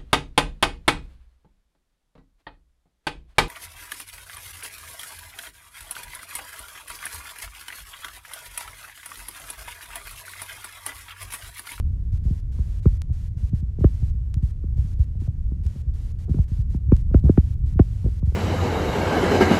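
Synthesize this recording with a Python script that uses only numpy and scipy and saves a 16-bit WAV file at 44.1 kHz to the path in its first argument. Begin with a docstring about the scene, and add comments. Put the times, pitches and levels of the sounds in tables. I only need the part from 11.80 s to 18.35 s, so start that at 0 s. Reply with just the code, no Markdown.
"""Handling noise of a phone

A phone is carried by hand round a quiet covered courtyard. The grip rumbles as filtered noise.
Shifting fingers nudge, knock and creak on the case: each push is an impulse that the case filters
and disperses into a short falling thump, and knocks add a crack, a rattle and a faint high ring.
Gated noise hisses on and off, a few dry ticks stand out, and a limiter holds down the hardest thumps."""
import sys
import numpy as np
from scipy import signal
from scipy.fft import rfft, irfft, next_fast_len
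from scipy.io import wavfile
from scipy.ndimage import uniform_filter1d, minimum_filter1d

SR = 44100
rng = np.random.default_rng(int(sys.argv[2]) if len(sys.argv) > 2 else 0)


def put_to_file(sound):
    """Save the sound as 16-bit audio at rate SR, in the file named by the first command-line argument."""
    columns = np.atleast_2d(sound).T  # one column per channel
    safe = np.clip(columns, -1, 1)
    whole_steps = np.round(safe * 32767)
    wavfile.write(sys.argv[1], SR, whole_steps.astype(np.int16))


N = 288855
TIME = np.arange(N) / SR  # s

# Knocks on the case. Each row: time in seconds, nominal thump peak in dB,
# contact sharpness in Hz, nominal crack peak in dB.
KNOCKS = [(0.327, -11.5, 101, -66), (0.451, -8.5, 159, -53), (0.504, -9, 208, -60),
          (0.788, -13, 205, -42.5), (1.057, 2, 344, -30.5), (1.116, -12, 90, -64), (1.298, -14, 168, -51),
          (1.625, -12, 114, -64), (1.729, -6.5, 207, -48), (1.823, -15.5, 204, -68),
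          (1.985, -15.5, 390, -50), (2.007, -8, 240, -44), (2.043, 3, 500, -23), (2.222, -5.5, 150, -51),
          (2.562, -11.5, 175, -67), (2.625, -8.5, 142, -66), (2.839, -16.5, 313, -50.5),
          (2.978, -8.5, 124, -45), (3.188, -7.5, 90, -53), (3.351, -16.5, 144, -49.5),
          (3.417, -18.5, 280, -49), (3.476, -8, 160, -42.5), (3.717, -12.5, 246, -51.5),
          (3.851, -11.5, 131, -57), (3.957, -22.5, 270, -49), (4.491, -10, 314, -48), (4.504, -8, 170, -56),
          (4.543, -12.5, 363, -44), (4.565, -11.5, 180, -47), (4.586, -3, 194, -37.5),
          (4.713, -11, 157, -62), (4.784, -9.5, 115, -65), (4.945, -9, 280, -43), (5.079, -7.5, 125, -60),
          (5.12, 3, 390, -23), (5.311, -12.5, 189, -40.5), (5.344, 3.5, 420, -21), (5.437, -2, 209, -43),
          (5.452, -6.5, 227, -38), (5.494, 2.5, 537, -28.5), (5.576, 2.5, 450, -23.5),
          (5.955, -8, 169, -58), (5.995, 6, 490, -20), (6.241, -8, 183, -43), (6.259, -9, 400, -59),
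          (6.426, -8, 225, -40.5), (6.469, -9.5, 129, -54), (6.521, -22, 420, -47)]
# Unrest of the hand. Each row: time in seconds, rumble in dB, creak in dB, both before trim and waver.
GRIP_UNREST = [(0.0, -26, -64), (1.07, -28.5, -63), (1.37, -27, -57), (1.75, -30, -55), (2.3, -27.5, -59),
               (3.92, -28, -63.5), (4.05, -30, -60), (5.04, -27, -58.5), (5.42, -22, -55.5),
               (5.97, -24, -61), (6.29, -27, -62), (6.55, -27, -53)]
# Dry ticks. Each row: time in seconds, nominal peak in dB.
TICKS = [(1.2188, -21.5), (2.5424, -25), (3.8656, -30), (5.1663, -29)]
# Stretches of hiss. Each row: start in seconds, end in seconds.
HISS_SPANS = [(0.324, 0.381), (0.438, 0.605), (0.72, 1.0), (1.027, 1.177), (1.326, 1.485), (1.571, 1.699),
              (1.748, 1.807), (1.993, 2.306), (2.624, 2.714), (2.969, 3.141), (3.191, 3.247), (3.4, 3.477),
              (3.835, 4.02), (4.138, 4.323), (4.387, 4.45), (4.493, 4.646), (4.68, 4.823), (4.899, 4.969),
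              (5.116, 5.218), (5.34, 5.403), (5.439, 5.745), (5.861, 5.939), (5.992, 6.4), (6.453, 6.55)]
# A finger dragging over the case. Each row: start in seconds, end in seconds, level in dB before trims.
RUBS = [(0.463, 0.543, -42.5), (1.986, 2.04, -45), (4.477, 4.607, -42), (5.45, 5.515, -35),
        (6.244, 6.293, -38.5)]
# How the case passes a push to the microphone. Each row: frequency in Hz, relative gain in dB.
CASE_RESPONSE = [(15, -41), (30, -22), (50, -1.5), (68, 2), (100, -3), (140, -5), (200, -8.5), (280, -12),
                 (380, -13.5), (520, -20.5), (760, -26), (1000, -44.5), (3000, -75.5)]
# The crack and rattle of the case's joints. Each row: frequency in Hz, relative gain in dB.
JOINT_RESPONSE = [(250, -17), (480, 7), (800, 0), (1400, -4.5), (1950, -17.5), (2600, -21.5), (3600, -33),
                  (4600, -38.5), (7000, -51.5), (12000, -72)]
# The ring that comes with each crack. 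The one row: frequency in Hz, level in dB against the crack,
# time to decay by 60 dB in seconds.
RING = (11080, -43.5, 0.066)
# Colour of the hand's rumble. Each row: frequency in Hz, relative density in dB per Hz.
RUMBLE_COLOUR = [(10, -47.5), (22, -4), (43, -1), (65, 1), (100, -5.5), (150, -16.5), (200, -26.5),
                 (300, -38), (450, -56), (900, -80.5)]
# Colour of the courtyard's air. Each row: frequency in Hz, relative density in dB per Hz.
COURTYARD_COLOUR = [(100, 5), (300, -0.5), (450, 2.5), (700, -10.5), (1000, -13.5), (2000, -17),
                    (4000, -22.5), (7000, -24.5), (10000, -28.5), (13000, -38.5), (15000, -46.5)]
# Colour of the hiss. Each row: frequency in Hz, relative density in dB per Hz.
HISS_COLOUR = [(200, 11), (1000, 0.5), (2000, -0.5), (4000, -2.5), (7000, -4.5), (10000, -8),
               (13000, -12.5), (15000, -20.5)]

COURTYARD_DB, HISS_DB = -61, -59  # rms levels, before the swell and within the open gate
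LAG_CYCLES = 1.5  # delay of a push through the case, in cycles of each frequency
CHATTER_DB = -1  # cluster of extra contacts against the main push
FIRMNESS_POWER = 5  # how fast a crack brightens with contact sharpness
CEILING_DB, TOP_HZ = -3.6, 15300  # limiter ceiling and upper band edge


def undb(db):
    """Decibels express the logarithm of an amplitude ratio; this inverts them to gain."""
    return 10 ** (np.asarray(db) / 20)


def unit(x):
    """Dividing a signal by its root mean square gives it rms 1."""
    return x / np.sqrt(np.mean(x ** 2))


def bins(size):
    """A real transform has evenly spaced frequencies; zero is raised to 1 Hz for the logarithm."""
    return np.maximum(np.fft.rfftfreq(size, 1 / SR), 1)


def colour(points, hz):
    """A spectrum is interpolated in dB along a logarithmic frequency axis, and returned as gain."""
    point_hz, db = np.transpose(points)
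    return undb(np.interp(np.log(hz), np.log(point_hz), db))


def noise(points):
    """Spectral shaping of white noise gives a steady random sound of the given colour, rms 1."""
    size = next_fast_len(N, real=True)
    white = rng.standard_normal(size)
    shaped = irfft(rfft(white) * colour(points, bins(size)), size)
    return unit(shaped[:N])


def walk(rate):
    """Random levels, each held 1 / rate seconds and smoothed twice, make a slow drift of rms 1."""
    hold = int(SR / rate)
    steps = np.repeat(rng.standard_normal(N // hold + 1), hold)
    smooth = uniform_filter1d(uniform_filter1d(steps, hold), hold)
    return unit(smooth[:N])


def add(out, sound, start):
    """Superposition: a sound is summed into the mix from its start time in seconds."""
    first = int(round(start * SR))
    a, b = max(first, 0), min(first + len(sound), N)
    out[a:b] += sound[a - first:b - first]


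def gate(start, end, edge_s):
    """A linear gate is 1 between two times, with short ramps at its ends."""
    return np.clip(np.minimum(TIME - start, end - TIME) / edge_s + .5, 0, 1)


def through_case(force, points, sharp_hz):
    """Dispersion delays low frequencies most, and a soft contact low-passes the push."""
    size = next_fast_len(len(force), real=True)
    hz = bins(size)
    softness = 1 + (hz / max(sharp_hz, 20)) ** 4
    gain = colour(points, hz) / softness
    # every frequency arrives the same number of cycles late, so the pulse sweeps downwards
    lag = np.exp(-2j * np.pi * LAG_CYCLES * np.log(hz / 1130))
    # dividing by the mean gain would give an undispersed unit push a peak near 1
    pulse = irfft(rfft(force, size) * gain / gain.mean() * lag, size)
    return pulse[:len(force)]


def stick_slip(per_s, scatter_db):
    """Stick-slip friction: skin catches and lets go as randomly timed pushes of uneven size and sign."""
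    steps = (rng.random(N) < per_s / SR) * rng.choice([-1, 1], N)
    unevenness = np.minimum(rng.exponential(size=N), 2)
    return steps * undb(scatter_db * unevenness)


def slips(spread_s, count, size):
    """Multiple contact: small uneven pushes cluster round the middle of a buffer, scaled to norm 1."""
    force = np.zeros(size)
    offset, strength = rng.standard_normal((2, count))
    place = np.clip(size // 2 + offset * spread_s * SR, 0, size - 1).astype(int)
    force[place] = strength
    return force / np.linalg.norm(force)


def courtyard(swell_db=0.44):
    """Distant outdoor air is a diffuse broadband noise, here barely swelling."""
    return noise(COURTYARD_COLOUR) * undb(COURTYARD_DB + swell_db * walk(3))


def grip(rumble_db=2, creak_db=2, slips_per_s=30, scatter_db=4, creak_hz=330,
         waver_db=1, waver_per_s=8, clench_db=3):
    """Muscle tremor rumbles as low noise while skin creaks by stick-slip; both waver with the hold."""
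    s, *columns = np.transpose(GRIP_UNREST)
    tremor, creak = (undb(np.interp(TIME, s, column)) for column in columns)
    creaking = unit(through_case(stick_slip(slips_per_s, scatter_db), CASE_RESPONSE, creak_hz))
    rumble, hold = noise(RUMBLE_COLOUR), walk(waver_per_s)
    rumbling = rumble * tremor * undb(rumble_db + waver_db * hold)
    return rumbling + creaking * creak * undb(creak_db + clench_db * hold)


def nudges(nudge_db=-20, per_s=4, scatter_db=2, soft_hz=135):
    """Compliant finger pads press and let go at random, and their soft contact gives dull bumps."""
    force = stick_slip(per_s, scatter_db)
    return undb(nudge_db) * through_case(force, CASE_RESPONSE, soft_hz)


def hiss():
    """Broadband noise under a gate of steep ramps: a faint even hiss that starts and stops abruptly."""
    on = sum(gate(a, b, edge_s=0.0019) for a, b in HISS_SPANS)
    return on * noise(HISS_COLOUR) * undb(HISS_DB)


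def knocks(slip_db=-11, slip_spread_s=0.002097, chatter_spread_s=.0012, soft_hz=700, hard_hz=6000,
           firm_hz=420, rattle_db=-6, rattle_t60=0.087, rattle_hz=1200, size=16384):
    """An impulse excites the case: a push among small slips thumps, and the joints crack, rattle and ring."""
    out, t = np.zeros(N), np.arange(size) / SR
    push = signal.unit_impulse(size, "mid")
    ring_hz, ring_db, ring_t60 = RING
    ring = undb(ring_db) * np.sin(2 * np.pi * ring_hz * t) * np.exp(-np.log(1000) * t / ring_t60)
    rattle_decay = np.exp(-np.log(1000) * t / rattle_t60)
    for s, thump_db, sharp_hz, crack_db in KNOCKS:
        # slips spring back 1 ms later, so they colour the middle of the thump and spare its bass
        skin = slips(slip_spread_s, count=4, size=size)
        skin = skin - np.roll(skin, int(SR / 1000))
        thump = through_case(push + undb(slip_db) * skin, CASE_RESPONSE, sharp_hz)
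        # a few contacts within milliseconds give each crack its own hollow colour
        chatter = slips(chatter_spread_s, count=4, size=size)
        # a soft touch gives a dull tock, a firm one a bright snap
        crack_hz = soft_hz + hard_hz * (sharp_hz / firm_hz) ** FIRMNESS_POWER
        crack = through_case(push + undb(CHATTER_DB) * chatter, JOINT_RESPONSE, crack_hz)
        crack = crack / np.abs(crack).max()
        # the rattle is decaying noise that begins with the push
        shake = np.roll(rng.standard_normal(size) * rattle_decay, size // 2)
        shake = shake / np.linalg.norm(shake)
        rattle = undb(rattle_db) * through_case(shake, JOINT_RESPONSE, rattle_hz)
        knock = undb(thump_db) * thump + undb(crack_db) * (crack + rattle)
        add(out, knock, s - size / 2 / SR)
        add(out, undb(crack_db) * ring, s)
    return out


def rubs(slips_per_s=150, scatter_db=4, rub_hz=550, body_db=2, scratch_db=-21, scratch_hz=1400):
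    """Rapid stick-slip under a dragging finger shakes the case and scratches at its joints."""
    force = stick_slip(slips_per_s, scatter_db)
    body = undb(body_db) * unit(through_case(force, CASE_RESPONSE, rub_hz))
    scratch = undb(scratch_db) * unit(through_case(force, JOINT_RESPONSE, scratch_hz))
    drag = sum(undb(db) * gate(a, b, edge_s=0.012) for a, b, db in RUBS)
    return (body + scratch) * drag


def ticks():
    """A pulse of a few samples has a broad spectrum: a thin dry tick with no ring."""
    out = np.zeros(N)
    for s, db in TICKS:
        add(out, undb(db) * signal.windows.hann(6), s)
    return out


def scene():
    """Superposition of the handling sounds and the quiet background, in one channel."""
    return (knocks() + nudges() + rubs() + ticks() + hiss() + courtyard() + grip())[None]


def record(dry, reach_s=0.00081):
    """Peak limiting lowers the gain just ahead of each peak; a steep low-pass then cuts the top."""
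    span = max(int(reach_s * SR), 2)
    allowed = np.minimum(1, undb(CEILING_DB) / (np.abs(dry) + 1e-9))
    lowest = minimum_filter1d(allowed, 2 * span)
    gain = uniform_filter1d(uniform_filter1d(lowest, span), span)
    # order 8, ripple .2 dB, stopband 70 dB down
    low_pass = signal.ellip(8, .2, 70, TOP_HZ, fs=SR, output="sos")
    return signal.sosfilt(low_pass, dry * gain)


dry = scene()
out = record(dry)
put_to_file(out)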